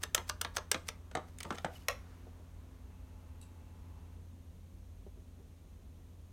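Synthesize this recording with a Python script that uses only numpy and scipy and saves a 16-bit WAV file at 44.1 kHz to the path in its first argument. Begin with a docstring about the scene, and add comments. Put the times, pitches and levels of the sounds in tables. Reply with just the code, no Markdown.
"""A push-button desk telephone on a bed, close by: four keys click down, three of them snap back up on their springs.
A hand works the handset off its cradle, and the hook switch springs up with a ringing clack.
Contacts are bursts of band-limited noise plus decaying sine modes; rubs are swelling noise.
A small bedroom adds a short tail to the contacts. Sines hum; a fan whirs faintly and drops back after four seconds."""
import sys
import numpy as np
from scipy import signal
from scipy.fft import rfft, irfft, next_fast_len
from scipy.io import wavfile
from scipy.ndimage import map_coordinates

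SR = 44100
rng = np.random.default_rng(int(sys.argv[2]) if len(sys.argv) > 2 else 0)


def output_pcm(signal):
    """Save a mono or channel-first signal as 16-bit PCM at the path in sys.argv[1].

    Samples are clipped to [-1, 1] before scaling.
    """
    pcm = np.clip(np.atleast_2d(signal).T, -1, 1) * 32767
    wavfile.write(sys.argv[1], SR, np.round(pcm).astype(np.int16))


N = 278712
TIME = np.arange(N) / SR
AGE = np.arange(SR // 2) / SR  # time since a contact [s]

# ringing modes of the keypad: (frequency [Hz], relative level [dB], t60 [s])
KEYPAD_MODES = [(432, -8, 0.13), (493, -6, 0.097), (606.7, 2.5, 0.13), (770, -17.5, 0.017),
                (893, 1.5, 0.084), (1183, 4, 0.097), (1550, -10.5, .035), (1660, 15, 0.037),
                (2924, -1, 0.032)]
# spectrum of handset plastic on its cradle: (frequency [Hz], relative level per Hz [dB])
HANDSET_COLOUR = [(70, -21), (150, 0.5), (250, -2.5), (480, 2), (750, -1), (1000, -5), (1250, -1),
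                  (1700, -8), (2200, -7.5), (2700, -15.5), (3300, -13), (5000, -22.5), (8000, -15.5),
                  (10500, -32.5), (16000, -45)]


def amp(db):
    """Gain from dB."""
    return 10 ** (np.asarray(db) / 20)


def unit(x):
    """Scale to rms 1."""
    return x / np.sqrt(np.mean(x ** 2) + 1e-20)


def unit_attack(x):
    """Scale to rms 1 over the first 10 ms."""
    return x / np.sqrt(np.mean(x[:SR // 100] ** 2) + 1e-20)


def along(points, hz):
    """Interpolate (frequency, value) points on a log frequency axis."""
    point_hz, value = np.transpose(points)
    return np.interp(np.log(hz + 1), np.log(point_hz + 1), value)


def wobble(rate_hz):
    """Smooth random curve with rate_hz knots a second."""
    knots = rng.standard_normal(int(N * rate_hz / SR) + 4)
    return map_coordinates(knots, [TIME * rate_hz])


def wavering_sine(hz, depth, rate_hz):
    """Sine whose frequency wanders by the relative depth."""
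    return np.sin(2 * np.pi * np.cumsum(hz * (1 + depth * wobble(rate_hz))) / SR)


def noise(colour, size, band_hz=(0, SR)):
    """Noise of rms 1 with the given spectrum inside a band."""
    fft_size = next_fast_len(size)
    hz = np.fft.rfftfreq(fft_size, 1 / SR)
    gain = amp(along(colour, hz)) * (hz >= band_hz[0]) * (hz < band_hz[1])
    white = rng.standard_normal(fft_size)
    return unit(irfft(rfft(white) * gain, fft_size)[:size])


def add(track, start_s, sound):
    """Mix a sound into the track."""
    part = track[round(start_s * SR):][:len(sound)]
    part += sound[:len(part)]


def swell(rise_s, t60_s):
    """Contact envelope: builds over the rise time, then decays exponentially."""
    decay = amp(-60 * np.maximum(AGE - rise_s, 0) / t60_s)
    return (1 - np.exp(-(AGE / rise_s) ** 2)) * decay


def stroke(peak_s, db, fade_s):
    """Gain of a rub that speeds up to its peak and slows again; fade_s is the e-folding time."""
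    return amp(db) * np.exp(-np.abs(TIME - peak_s) / fade_s)


def step(middle_s, length_s):
    """Smooth change from 0 to 1."""
    return (1 + np.tanh((TIME - middle_s) / length_s)) / 2


def band_levels(shares_db, db, bright_db=0):
    """Level of each band of a contact; bright_db per band tilts them towards the treble."""
    return db + np.array(shares_db) + bright_db * (np.arange(len(shares_db)) - 1)


def contact(rise_s, levels_db, colour, t60s_s):
    """Dense, fast-dying modes of hard plastic as banded noise; low bands build more slowly."""
    # noise bands, low to high: (bottom [Hz], top [Hz])
    bands_hz = [(60, 350), (350, 1400), (1400, 6500), (6500, 17000)]
    out = np.zeros(len(AGE))
    # fewer levels than bands: the lowest bands stay silent
    for db, band_hz, t60_s in zip(levels_db, bands_hz[-len(levels_db):], t60s_s):
        burst = noise(colour, len(AGE), band_hz) * swell(rise_s + 1 / band_hz[1], t60_s)
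        out += amp(db) * unit_attack(burst)
    return out


def ring(modes):
    """Long-lived modes of a body as decaying sines, at new strengths and phases for every blow."""
    hz, db, t60_s = np.transpose(modes)[:, :, None]
    strength = amp(db + rng.standard_normal(hz.shape))  # 1 dB scatter
    phase = 2 * np.pi * (hz * AGE + rng.random(hz.shape))
    waves = strength * amp(-60 * AGE / t60_s) * np.sin(phase)
    attack = 1 - np.exp(-AGE / 0.0039)
    return waves.sum(0) / np.linalg.norm(strength) * 2 * attack


def in_room(x, wet_db):
    """A sound plus the bedroom's answer: a dull cluster of wall reflections inside a short tail."""
    # decay of the room: (frequency [Hz], t60 [s])
    room_t60 = [(150, 0.15), (800, 0.29), (3000, 0.28), (8000, 0.29), (16000, 0.29)]
    # spectrum of the answer, before wet_db: (frequency [Hz], level [dB])
    room_wet = [(150, -16), (500, -3), (1200, -6), (3000, -10), (8000, -16), (16000, -18)]
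    delay_s, walls_s, walls_width_s = 0.008, 0.0092, 0.0042  # walls_s counts from the delayed start
    walls_gain, walls_cutoff_hz = 0.87, 2000
    hz, t, z = signal.stft(rng.standard_normal(len(AGE)), SR, nperseg=128)
    cluster = walls_gain * np.exp(-((t - walls_s) / walls_width_s) ** 2)
    cluster = cluster / (1 + (hz[:, None] / walls_cutoff_hz) ** 2)
    decay = amp(-60 * t / along(room_t60, hz)[:, None])
    decay = decay * (1 + 1.3 * np.exp(-t / 0.014) + cluster)
    tail = signal.istft(z * decay, SR, nperseg=128)[1][:len(AGE)]
    tail = tail * (1 - np.exp(-AGE / 0.00099))
    size = 2 * len(AGE)
    f = np.fft.rfftfreq(size, 1 / SR)
    answer = rfft(tail / np.linalg.norm(tail), size) * amp(wet_db + along(room_wet, f))
    answer = answer * np.exp(-2j * np.pi * f * delay_s)
    return irfft(rfft(x, size) * (1 + answer), size)


def motor_hum():
    """A motor hums: harmonics of one wandering rotation, each wavering in level, easing late on."""
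    # hum partials: (multiple of the fundamental, mean rms level before the drop [dB])
    hum_partials = [(1, -54), (2, -71), (3, -68.5), (4, -87)]
    hum_hz, drop_s, drop_db, change_s = 86.1, 4.75, 4, 0.2
    turns = np.cumsum(hum_hz * (1 + 0.0026 * wobble(2.98))) / SR
    hum = np.zeros(N)
    for multiple, db in hum_partials:
        sine = np.sin(2 * np.pi * round(multiple) * turns)
        hum += amp(db + 1.1 * wobble(4)) * sine * np.sqrt(2)
    return amp(-drop_db * step(drop_s, change_s)) * hum


def fan():
    """Shaped noise for air, plus a whine and a fluttering whistle that stop as the air drops back."""
    # air noise: (frequency [Hz], relative level per Hz [dB])
    fan_air = [(150, -13.5), (380, 3), (720, -3), (1000, 1), (1500, -6.5), (2600, -12.5), (8000, -25.5),
               (16000, -27.5)]
    # narrow whir that swells before the drop: (frequency [Hz], relative level per Hz [dB])
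    whir_colour = [(500, -27), (800, -6), (1000, 2), (1200, -13), (2000, -30), (16000, -60)]
    air_db, drop_s, drop_db, change_s = -69.5, 4.19, 6.5, 0.06
    tones_start_s, tones_db = 2.85, -75
    whine = wavering_sine(857, 0.006, 20)
    whistle = amp(-7.5 + 3.0 * wobble(14)) * wavering_sine(2660, 0.0177, 200)
    dropped = step(drop_s, change_s)
    air = amp(air_db - drop_db * dropped) * noise(fan_air, N)
    tones = amp(tones_db) * step(tones_start_s, change_s) * (1 - dropped) * (whine + whistle)
    whir = stroke(3.93, -71.5, fade_s=0.15) * noise(whir_colour, N)
    return air + tones + whir


def room_noise():
    """Steady rumble and thin hiss, both shaped noise."""
    # rumble: (frequency [Hz], relative level per Hz [dB])
    rumble_colour = [(18, -17), (28, -9), (36, -8.5), (45, 1), (60, 1.5), (78, -1.5), (100, -15),
                     (180, -12.5), (330, -22.5), (600, -27.5), (1500, -45.5), (16000, -65)]
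    # hiss: (frequency [Hz], relative level per Hz [dB])
    hiss_colour = [(500, -22), (1500, -0.5), (2500, 2.5), (4000, 1), (4900, -4), (6400, 2.5), (7700, -3.5),
                   (9000, 0), (10500, -6), (11800, -1), (16000, -10.5)]
    return amp(-54.5) * noise(rumble_colour, N) + amp(-74.5) * noise(hiss_colour, N)


def key_click(rise_s, levels_db):
    """Plastic strikes plastic and the keypad rings."""
    # key contact: (frequency [Hz], relative level per Hz [dB])
    key_colour = [(250, -37), (440, -0.5), (850, -9), (1200, 1.5), (2400, -9), (3070, -6), (4300, -9.5),
                  (6100, -5), (7000, -2), (9400, 2.5), (10300, -8), (14100, -6.5), (16000, -18)]
    click = contact(rise_s, levels_db, key_colour, t60s_s=(0.036, 0.021, 0.017))
    return in_room(click + amp(levels_db[0] + 0.5) * ring(KEYPAD_MODES), wet_db=-3.5)


def key_presses():
    """Each key scuffs down its guide, touches its spring and hits bottom."""
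    # keys hitting bottom, the third twice: (time [s], level [dB], brightness [dB per band])
    presses = [(0.0347, -35, 3), (0.2959, -34.5, 0.1), (0.568, -33, -1), (0.5815, -45, -7.5),
               (0.8867, -37.5, 1)]
    # share of each band, low to high: (level [dB], ...)
    press_bands = (-6, 0, -8.5)
    # scuff: (frequency [Hz], relative level per Hz [dB])
    push_colour = [(400, -4), (1200, 2.5), (3000, -5), (5000, -3.5), (9000, -6), (11000, -11),
                   (16000, -13.5)]
    scuff_lead_s, scuff_db, scuff_fade_s = 0.013, -18, 0.0069  # dB relative to the press
    touch_lead_s, touch_db, touch_bright_db = 0.0045, -15.5, 10.5
    out, scuff = np.zeros(N), np.zeros(N)
    for s, db, bright_db in presses:
        scuff += stroke(s - scuff_lead_s, db + scuff_db, scuff_fade_s)
        touch_levels = band_levels(press_bands, db + touch_db, touch_bright_db)
        add(out, s - touch_lead_s, key_click(0.00035, touch_levels))
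        add(out, s, key_click(0.00026, band_levels(press_bands, db, bright_db)))
    return out + scuff * noise(push_colour, N)


def key_releases():
    """A key let go rattles up; the linkage knocks back after it, with a thud on the case."""
    # keys springing back: (time [s], rise [s], level [dB], linkage delay [s], linkage level [dB],
    # case thud level [dB])
    releases = [(0.1458, 0.0019, -27.5, 0.0321, -39, -58), (0.4114, 0.003, -35.5, 0.036, -39, -55.5),
                (0.714, 0.0019, -28.5, 0.0306, -36.5, -44)]
    # share of each band of the click, low to high: (level [dB], ...)
    release_bands = (-9, 0, -1.2)
    # share of the linkage's knock, clack and snap: (level [dB], ...)
    linkage_bands = (-2, 0, -14.5)
    # linkage contact: (frequency [Hz], relative level per Hz [dB])
    return_colour = [(120, -4), (250, 0.5), (420, -0.5), (900, -2.5), (1500, -2), (2200, -0.5), (3000, -5),
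                     (4000, -3.5), (4800, -17.5), (6000, -11), (9000, -15), (11000, -23.5), (16000, -30)]
    out = np.zeros(N)
    for s, rise_s, db, delay_s, linkage_db, thud_db in releases:
        add(out, s, key_click(rise_s, band_levels(release_bands, db)))
        levels_db = (thud_db, *band_levels(linkage_bands, linkage_db))
        knock = contact(0.00022, levels_db, return_colour, t60s_s=(0.09, 0.062, 0.028, 0.014))
        ringing = amp(linkage_db - 4.5) * ring(KEYPAD_MODES)
        add(out, s + delay_s, in_room(knock + ringing, wet_db=-1.5))
    return out


def handset():
    """The hollow handset knocks on the cradle: banded noise plus ringing body modes."""
    # knocks: (time [s], rise [s], level [dB], brightness [dB per band])
    knocks = [(1.1127, 0.00078, -52, 3.5), (1.151, 0.00046, -29.5, 1.5), (1.171, 0.00084, -36.5, -4),
              (1.4505, 0.0005, -41, -4), (1.5046, 0.0012, -32.5, -0.8), (1.6454, 0.00074, -29.5, -0.7)]
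    # share of each band, low to high: (level [dB], ...)
    handset_bands = (-12, -4.5, -9, -22)
    # body modes: (frequency [Hz], relative level [dB], t60 [s])
    handset_modes = [(194.6, -6, 0.22), (257, -5, 0.089), (468, 2, 0.13), (522, -7, 0.14), (605, -3, 0.1),
                     (730, 4, 0.062), (927, 4, 0.084), (1177, 8.5, 0.053), (1243, 7, 0.047),
                     (1360, -15, 0.052), (2000, -27, 0.063)]
    out = np.zeros(N)
    for s, rise_s, db, bright_db in knocks:
        levels_db = band_levels(handset_bands, db, bright_db)
        knock = contact(rise_s, levels_db, HANDSET_COLOUR, t60s_s=(0.067, 0.03, 0.026, 0.026))
        add(out, s, in_room(knock + amp(db - 10.5) * ring(handset_modes), wet_db=1.0))
    return out


def rubbing():
    """Plastic slides under the hand and the handset drags, sticking and slipping: flickering noise."""
    # slides: (time of peak [s], level [dB], fade [s])
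    slides = [(1.287, -68.5, 0.014), (1.55, -64, 0.13), (1.757, -58.5, 0.02), (1.815, -67.5, 0.043)]
    # sliding plastic: (frequency [Hz], relative level per Hz [dB])
    slide_colour = [(500, -10.5), (2000, 2.5), (3200, -1), (5000, -2), (9000, -6.5), (10500, -7.5),
                    (13000, -6), (16000, -16)]
    # drags over the cradle: (time of peak [s], level [dB], fade [s])
    drags = [(1.457, -54, 0.015), (1.55, -49, 0.021)]
    slide_noise = unit(noise(slide_colour, N) * amp(2.5 * wobble(400)))
    drag_noise = unit(noise(HANDSET_COLOUR, N) * amp(5.0 * wobble(160)))
    out = sum(stroke(*row) for row in slides) * slide_noise
    return out + sum(stroke(*row) for row in drags) * drag_noise


def ticks():
    """Light ticks of handled plastic: short banded noise."""
    # ticks: (time [s], level [dB], brightness [dB per band])
    tick_events = [(1.385, -58, 14), (1.403, -47.5, 4.5), (1.407, -48, -1), (1.43, -48.5, 8.5),
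                   (1.525, -58, 1), (1.554, -57.5, 3), (1.575, -58, -10), (1.583, -47, -5)]
    # share of each band, low to high: (level [dB], ...)
    tick_bands = (-7.5, 0, -8.5)
    # tick contact: (frequency [Hz], relative level per Hz [dB])
    tick_colour = [(300, -15), (700, -18.5), (2000, 0), (3100, -0.5), (5000, -6), (8000, -4), (9700, -3),
                   (10600, -18.5), (16000, -18)]
    out = np.zeros(N)
    for s, db, bright_db in tick_events:
        levels_db = band_levels(tick_bands, db, bright_db)
        tick = contact(0.0008, levels_db, tick_colour, t60s_s=(0.035, 0.022, 0.016))
        add(out, s, in_room(tick, wet_db=-2.5))
    return out


def squeaks():
    """The handset squeaks as it slips free: brief sines of unsteady pitch."""
    # squeaks: (time of peak [s], frequency [Hz], level [dB])
    squeak_events = [(1.762, 2990, -53), (1.821, 2920, -65)]
    out = np.zeros(N)
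    for s, hz, db in squeak_events:
        pulse = np.exp(-((TIME - s) / 0.0077) ** 2)
        out += amp(db) * pulse * wavering_sine(hz, 0.0203, 500)
    return out


def hook_switch():
    """Freed of the handset, the switch hits its stop, bounces once and sets the base ringing."""
    # share of each band, low to high: (level [dB], ...)
    hook_bands = (-4, 0, -5.5)
    # switch contact: (frequency [Hz], relative level per Hz [dB])
    hook_colour = [(330, -32), (480, 2.5), (780, -3), (1100, 5.5), (1400, -8.5), (1900, 1), (2700, 3),
                   (3200, -9), (3900, -4.5), (4900, -9.5), (6200, -1), (7400, -15.5), (8400, -11.5),
                   (10400, -22), (12200, -15.5), (16000, -33)]
    # modes of the telephone's base: (frequency [Hz], relative level [dB], t60 [s])
    base_modes = [(498, 1, .15), (597, -9, 0.11), (680, 7, 0.1), (757, -6, 0.16), (790, -11, 0.064),
                  (1000, -9, .13), (1120, 1, .12), (1237, -2, .14), (1890, 5, .13), (1923, -5, 0.15),
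                  (2280, -6, 0.14), (2620, -14, .1)]
    hit_s, hit_db, bounce_s, loss_db = 1.884, -31, 0.0258, 24
    out = np.zeros(N)
    for s, db in [(hit_s, hit_db), (hit_s + bounce_s, hit_db - loss_db)]:
        levels_db = band_levels(hook_bands, db)
        clack = contact(0.00036, levels_db, hook_colour, t60s_s=(0.03, 0.017, 0.014))
        add(out, s, in_room(clack, wet_db=2.0))
        add(out, s, amp(db - 5) * ring(base_modes))
    return out


def rustle():
    """Cloth rustles as the arm draws back: swelling noise."""
    # cloth: (frequency [Hz], relative level per Hz [dB])
    rustle_colour = [(200, -5.5), (500, 2), (1300, 0.5), (3000, -8.5), (8000, -18), (16000, -23.5)]
    return stroke(2.1, -66, fade_s=0.244) * noise(rustle_colour, N)


def bumps():
    """Soft, dull handling bumps: decaying low noise."""
    # bumps: (time [s], level [dB])
    bump_events = [(2.268, -55.5), (2.398, -60), (5.065, -52), (5.173, -61), (5.283, -65.5), (5.396, -62.5)]
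    # bump contact: (frequency [Hz], relative level per Hz [dB])
    bump_colour = [(200, -19), (390, 10.5), (520, -2), (650, -5), (850, -3), (1200, -29), (3000, -41)]
    out = np.zeros(N)
    for s, db in bump_events:
        bump = unit_attack(noise(bump_colour, len(AGE)) * swell(0.0007, 0.061))
        add(out, s, in_room(amp(db) * bump, wet_db=-5))
    return out


def far_tick():
    """One small, bright tick away from the telephone, heard mostly through the room."""
    # tick: (frequency [Hz], relative level per Hz [dB])
    far_colour = [(1000, -28), (2200, -16), (2600, 0), (3200, -13), (4000, -0.5), (5000, -11), (7000, -8),
                  (7700, 4), (9000, -1), (10400, -6), (11500, -6), (16000, -23)]
    out = np.zeros(N)
    tick = unit_attack(noise(far_colour, len(AGE)) * swell(0.0005, 0.035))
    add(out, 3.4133, in_room(amp(-60) * tick, wet_db=15.5))
    return out


def scene():
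    """The telephone in the humming room, in mono."""
    background = motor_hum() + fan() + room_noise()
    keys = key_presses() + key_releases()
    handling = rubbing() + ticks() + squeaks() + rustle() + bumps()
    return (background + keys + handset() + handling + hook_switch() + far_tick())[None]


def record(dry):
    """The recorder keeps nothing above its band limit."""
    top_hz = 16100
    size = next_fast_len(N + SR // 2)
    keep = np.fft.rfftfreq(size, 1 / SR) < top_hz
    return irfft(rfft(dry, size) * keep, size)[:, :N]


dry = scene()
out = record(dry)
output_pcm(out)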